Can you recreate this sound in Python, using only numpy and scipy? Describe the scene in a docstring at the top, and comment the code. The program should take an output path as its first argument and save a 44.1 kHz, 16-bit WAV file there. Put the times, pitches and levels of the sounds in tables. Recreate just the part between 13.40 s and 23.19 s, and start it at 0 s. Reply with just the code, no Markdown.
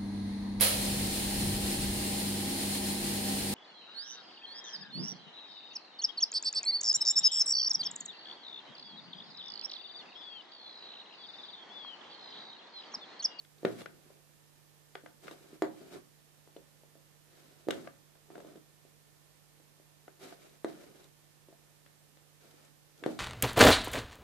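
"""Embroidery in a quiet room

Close to the hoop, on a stereo pair of microphones. The needle ticks on the stretched fabric, its eye
pops through and the cloth sounds like a little drum, then the thread is drawn after it with a soft
rasp. The small room answers briefly; mains hum, room air and microphone hiss lie underneath."""
import sys
import numpy as np
from scipy import signal
from scipy.fft import rfft, irfft, next_fast_len
from scipy.io import wavfile
from scipy.ndimage import map_coordinates

SR = 44100
rng = np.random.default_rng(int(sys.argv[2]) if len(sys.argv) > 2 else 0)


def dump(signal):
    """Clip the signal to [-1, 1] and save it as 16-bit WAV at the path in sys.argv[1]."""
    limited = np.clip(np.atleast_2d(signal).T, -1, 1)
    pcm = np.round(limited * 32767).astype(np.int16)
    wavfile.write(sys.argv[1], SR, pcm)


N = 431738

# mains hum and a faint whine at the microphones: (frequency [Hz], left level [dB], right level [dB])
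HUM_TONES = [(50.6, -86, -88.5), (100, -86, -85), (149.2, -99, -64.5), (335, -91, -85), (450, -95, -83),
             (1794, -86.5, -85), (3160, -99, -97.5), (3601, -99, -94)]
# colour of the room air and microphone hiss: (frequency [Hz], relative level [dB])
AIR_COLOUR = [(12, -58.5), (20, -20.5), (96, -19.5), (123, -8), (149, -12), (171, -12.5), (202, -13),
              (331, -12.5), (402, -14.5), (449, -13), (1310, -19.5), (1830, -20.5), (2760, -21.5),
              (13300, -24), (14400, -27)]
# how alike that air is at the two microphones: (frequency [Hz], correlation [clipped to -1..1])
AIR_LIKENESS = [(60, 2), (130, -1.03), (290, 0.17), (1000, 0)]
# which side the air leans to: (frequency [Hz], left minus right [dB])
AIR_BALANCE = [(60, 3), (150, -9.5), (400, -2.5), (1000, -2), (4000, -5.5), (9000, -5)]
# the steel point or tightening thread catches: (time [s], level [dB], knock [dB], tilt [dB/octave])
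NEEDLE_TICKS = [(0.049, -51, -2, 6), (0.251, -22, -12, -7.5), (0.4075, -38.5, -8, 4), (0.417, -35, 9, 6),
                (0.4595, -31, 0, -10), (0.703, -51, 23, -4), (1.5536, -28.5, 2.5, -3),
                (1.6614, -36.5, 4, -11), (1.871, -39.5, 7, 5), (1.881, -32, -1.5, -10),
                (1.9118, -38, 20, 6.5), (3.165, -46, 6, 6), (4.3073, -19.5, -0.5, 4),
                (4.474, -33.5, 4, -14), (4.754, -52.5, 14, 2), (4.9545, -40.5, 7, -15),
                (5.003, -41.5, 15, 2), (6.680, -41, 8, -15), (6.925, -41, 8, -12), (8.463, -46.5, -2, -2),
                (8.772, -49, 6, 0), (9.638, -26, -1.5, -7)]
# resonances of the needle held in the weave: (frequency [Hz], width [Hz], relative level [dB])
NEEDLE_MODES = [(1500, 260, 0), (2050, 320, -3), (2850, 280, -7), (3480, 280, -5), (4100, 260, -12),
                (6000, 600, -20)]
# modes of the stretched cloth: (frequency [Hz], relative level [dB], t60 [s])
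CLOTH_MODES = [(118.2, -16.5, 0.57), (168, -24, 0.2), (239.5, -20, 0.34), (314, -5.5, 0.15),
               (385, -12.5, 0.18), (457, -17.5, 0.085), (550, -21, 0.37), (689, -4.5, 0.056),
               (884, -18, 0.2), (1190, -10, .13)]
# thread and fingers slide on the cloth: (start [s], length [s], drumming [dB], rasp [dB], swell [dB])
THREAD_STROKES = [(0.177, 0.047, -69, -73, 9), (0.283, 0.14, -53.5, -60, -2.5),
                  (0.539, 0.26, -67, -75.5, -4), (1.847, 0.084, -59.5, -63, 3),
                  (1.975, 0.18, -64, -68.5, 2), (2.327, 0.24, -56.5, -65, 11), (3.913, 0.41, -71, -71, -1),
                  (4.327, 0.13, -49.5, -60.5, -5.5), (4.923, 0.26, -56, -70.5, -5),
                  (6.826, 0.11, -58, -60.5, -5.5), (6.998, 0.16, -65.5, -68.5, -4.5),
                  (7.29, 0.36, -61, -66.5, -4), (9.037, 0.25, -70, -68.5, -4), (9.575, 0.039, -66, -69, 7),
                  (9.674, 0.13, -57.5, -62.5, -7)]
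# low drumming of the rubbed cloth: (frequency [Hz], relative level [dB])
DRUM_COLOUR = [(90, -26), (160, -9), (240, -5), (320, -1), (400, 3.5), (460, -5), (560, -9.5), (700, -7.5),
               (850, -22.5), (1200, -17.5), (2400, -31), (4000, -68)]
# fine rasp of fibre on fibre: (frequency [Hz], relative level [dB])
RASP_COLOUR = [(300, -15), (520, 8.5), (900, -3.5), (1400, -0.5), (2000, -2), (2700, -4), (4200, -5),
               (7000, -9.5), (10000, -12), (14500, -17)]
# cloth snaps back from needle or finger: (time [s], level [dB], hardness [dB], ring [dB], pitch [Hz])
CLOTH_POPS = [(0.2313, -34.5, -6, -15.5, 400), (0.2497, -15.5, -2.5, -24, 410), (1.637, -49, -4, -12, 380),
              (2.13, -50, -13, -11, 348), (2.2215, -16.5, 7.5, -16.5, 373), (3.075, -47.5, 10, -20, 365),
              (3.1645, -39.5, -1, -21.5, 410), (3.435, -49.5, 4, -27, 494), (3.554, -49, -1, -22, 510),
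              (4.27, -41, -17, -6, 377), (4.286, -19, -1, -18, 412), (4.903, -44, 7, -12, 426),
              (4.980, -36.5, 1, -24, 470), (5.048, -41.5, 0, -18, 496), (5.157, -44, -3, -21, 382),
              (5.451, -51, -1, -26, 384), (6.2, -57, 0, -16, 400), (6.399, -53, -1, -19, 480),
              (7.2458, -21.5, 3, -22.5, 335), (8.086, -49, 0, -16, 430), (8.127, -48, 5, -23, 586),
              (9.6265, -42.5, -12, -8.5, 436), (9.6622, -17, -1.5, -23.5, 414)]
# decay of the small room: (frequency [Hz], t60 [s])
ROOM_DECAY = [(130, 0.77), (350, 0.17), (800, 0.3), (2000, 0.23), (10000, 0.23)]


def amp(db):
    """Decibels to gain."""
    return 10 ** (np.asarray(db) / 20)


def stereo(left_db, right_db):
    """Gains at the left and right microphones."""
    return amp([[left_db], [right_db]])


def unit(x):
    """Scaled to rms 1."""
    return x / np.sqrt(np.mean(x ** 2) + 1e-20)


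def along(points, hz):
    """(frequency [Hz], value) points read on a log axis."""
    f, v = np.transpose(points)
    return np.interp(np.log(hz + 1), np.log(f + 1), v)


def wobble(rate):
    """A smooth random curve, rate knots a second."""
    return map_coordinates(rng.standard_normal(int(N * rate / SR) + 4), [np.arange(N) * rate / SR])


def filtered(x, response):
    """x shaped by a gain over frequency."""
    size = next_fast_len(N + SR // 4)
    return irfft(rfft(x, size) * response(np.fft.rfftfreq(size, 1 / SR)), size)[..., :N]


def pulse(gain, size=4096):
    """The shortest causal pulse with this gain over frequency, peak 1."""
    cepstrum = irfft(np.log(np.maximum(gain(np.fft.rfftfreq(size, 1 / SR)), 1e-6)))
    fold = np.r_[1, np.full(size // 2 - 1, 2), np.zeros(size // 2)]
    x = irfft(np.exp(rfft(cepstrum * fold)))
    return x / np.abs(x).max()


def add(track, time, sound):
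    """Mix a sound into the stereo track at a time in seconds."""
    part = track[:, max(round(time * SR), 0):][:, :sound.shape[1]]
    part += sound[:, :part.shape[1]]


def in_room(x, near_db, tail_db, near_t60):
    """At the microphones: the direct sound, quick echoes from things nearby, the room's longer tail."""
    hz, t, spectrum = signal.stft(rng.standard_normal((2, SR // 2)), SR, nperseg=256)
    tail = signal.istft(spectrum * amp(-60 * t / along(ROOM_DECAY, hz)[:, None]), SR, nperseg=256)[1]
    t = np.arange(tail.shape[1]) / SR
    tail *= 1 - np.exp(-(t / 0.0084) ** 2)
    near = rng.standard_normal(tail.shape) * amp(-60 * t / near_t60) * (1 - np.exp(-(t / 0.0012) ** 2))
    response = (amp(near_db) * unit(near) + amp(tail_db) * unit(tail)) / np.sqrt(len(t))
    response[:, 0] += 1  # the direct path
    return signal.fftconvolve(x, response, axes=1)


def room_tone():
    """Steady mains hum over room air and microphone hiss."""
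    t = np.arange(N) / SR
    hum = sum(stereo(left, right) * np.sqrt(2) * np.sin(2 * np.pi * hz * t + 0.064 * wobble(2.4))
              for hz, left, right in HUM_TONES)
    width = lambda f: np.arccos(np.clip(along(AIR_LIKENESS, f), -1, 1)) / 2
    mid_side_gain = lambda f: amp(along(AIR_COLOUR, f)) * [np.cos(width(f)), np.sin(width(f))]
    mid, side = filtered(rng.standard_normal((2, N)), mid_side_gain)
    balance = lambda f: amp(np.outer([0.5, -0.5], along(AIR_BALANCE, f)))
    air = filtered(np.array([mid + side, mid - side]), balance)
    return hum + amp(-64) * unit(air)


def needle_ticks():
    """A stiff catch rings the needle for a few milliseconds and knocks lightly on the cloth."""
    track = np.zeros((2, N))
    mode = lambda f, hz, width: f * width / np.abs(hz * hz - f * f + 1j * f * width)
    for time, level_db, knock_db, tilt in NEEDLE_TICKS:
        steel = lambda f: sum((amp(db + tilt * np.log2(hz / 1500)) * mode(f, hz, width)) ** 2
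                              for hz, width, db in NEEDLE_MODES)
        knock = lambda f: (amp(knock_db + 1) * mode(f, 586, 240) * mode(f, 320, 690)) ** 2
        cushion = lambda f: 1 + (f / 5000) ** 4  # the cloth softens the contact
        click = pulse(lambda f: np.sqrt((steel(f) + knock(f)) / cushion(f)))
        click += amp(-15.5 + 0.91 * tilt) * fibre_snap()  # a sharper catch snaps more fibres
        ring = stereo(-19, -15) * cloth_ring(click, scatter_db=4.5, skew_rad=0.88)
        sound = ring + stereo(2, -1.5) * np.pad(click, (0, ring.shape[1] - len(click)))
        add(track, time, amp(level_db - 1.5) * in_room(sound, near_db=1.5, tail_db=-5, near_t60=0.016))
    return track


def fibre_snap(t60=0.014, size=4096):
    """Threads of the weave let go one after another: a few milliseconds of bright noise, peak 1."""
    t = np.arange(size) / SR
    burst = rng.standard_normal(size) * amp(-60 * t / t60)
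    colour = [(1500, -44), (2800, -2), (3900, 3.5), (4900, -5), (8000, -8.5), (14000, -20.5)]
    snap = signal.fftconvolve(burst, pulse(lambda f: amp(along(colour, f))))[:size]
    return snap / np.abs(snap).max()


def cloth_ring(blow, scatter_db, skew_rad):
    """A blow rings the cloth's modes, which reach the two microphones a little out of step."""
    t = np.arange(SR // 4) / SR
    ring = np.zeros((2, len(t)))
    for hz, db, t60 in CLOTH_MODES:
        decay = amp(db + scatter_db * rng.standard_normal() - 60 * t / t60)
        ring += decay * np.cos(2 * np.pi * hz * t + skew_rad * rng.standard_normal((2, 1)))
    return signal.fftconvolve(blow[None], ring / np.linalg.norm(ring[0]), axes=1)


def thread_strokes(attack_s=0.042, release_s=0.023, arch_db=0.5, uneven_db=1.5):
    """Sliding thread plucks the weave: the cloth drums softly below, the fibres rasp above."""
    t = np.arange(N) / SR
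    drum, rasp = np.zeros(N), np.zeros(N)
    drag = amp(uneven_db * wobble(25))  # the hand's drag varies by chance
    for start, length, drum_db, rasp_db, swell_db in THREAD_STROKES:
        end = start + length
        contact = np.interp(t, [start - attack_s, start, end, end + release_s], [0, 1, 1, 0])
        travel = np.interp(t, [start, end], [-1, 1])
        speed_db = arch_db * (0.5 - travel ** 2)  # the hand is fastest in mid-stroke
        effort = drag * contact * amp(swell_db * travel / 2 + speed_db)
        drum += effort * amp(drum_db)
        rasp += effort * amp(rasp_db)
    coarse = fibre_slips(per_second=800, spread_db=3.5, apart_db=2)
    fine = fibre_slips(per_second=7000, spread_db=2.6, apart_db=9.5)
    low = stereo(0, 1) * drum * unit(filtered(coarse, lambda f: amp(along(DRUM_COLOUR, f))))
    high = stereo(2, 1.5) * rasp * unit(filtered(fine, lambda f: amp(along(RASP_COLOUR, f))))
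    return in_room(low + high, near_db=-8.5, tail_db=-5, near_t60=0.015)[:, :N]


def fibre_slips(per_second, spread_db, apart_db):
    """Tiny slips of fibre on fibre at random moments and sizes, partly unrelated left and right."""
    slips = (rng.random((3, N)) < per_second / SR) * rng.standard_normal((3, N))
    return (slips[0] + amp(apart_db) * slips[1:]) * amp(spread_db * wobble(70))


def stray_fibres(per_stroke=2, level_db=-59, spread_db=4.5):
    """Now and then a single fibre lets go while the thread slides."""
    track = np.zeros((2, N))
    for start, length, *_ in THREAD_STROKES:
        for when, size in zip(rng.random(per_stroke), rng.standard_normal(per_stroke)):
            snap = amp(level_db + spread_db * size) * fibre_snap(t60=0.0063)
            add(track, start + when * length, snap[None])
    return in_room(track, near_db=3, tail_db=-6, near_t60=0.013)[:, :N]


def cloth_pops():
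    """The released cloth gives one broad push, then rings on like a drumhead."""
    track = np.zeros((2, N))
    for time, level_db, hardness_db, ring_db, hz in CLOTH_POPS:
        # a harder release is a shorter push: more crack and snap, less bass
        crack_db = -17 + hardness_db
        snap_db = -18.5 + 0.4 * hardness_db
        bass_db = -15 - 0.67 * hardness_db
        colour = [(30, -41), (80, bass_db - 15), (160, bass_db + 1.5), (0.91 * hz, 0), (1.26 * hz, -1),
                  (1000, crack_db - 2), (1400, crack_db - 6.5), (1950, crack_db - 6),
                  (2700, crack_db - 24), (6000, -50), (14000, -70)]
        push = pulse(lambda f: amp(along(colour, f)))
        ring = stereo(ring_db - 1.5, ring_db + 6) * cloth_ring(push, scatter_db=1.5, skew_rad=0.6)
        blow = push + amp(snap_db) * fibre_snap()
        sound = ring + stereo(1.8, -0.8) * np.pad(blow, (0, ring.shape[1] - len(blow)))
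        at_mics = in_room(sound, near_db=-6, tail_db=-3.5, near_t60=0.052)
        add(track, time, amp(level_db - 2.17) * at_mics)
    return track


def scene():
    """Cloth, needle and thread close by, the quiet room behind."""
    return cloth_pops() + needle_ticks() + thread_strokes() + stray_fibres() + room_tone()


def record(dry):
    """The recorder keeps nothing above its band limit."""
    return filtered(dry, lambda hz: hz < 14450)


dry = scene()
out = record(dry)
dump(out)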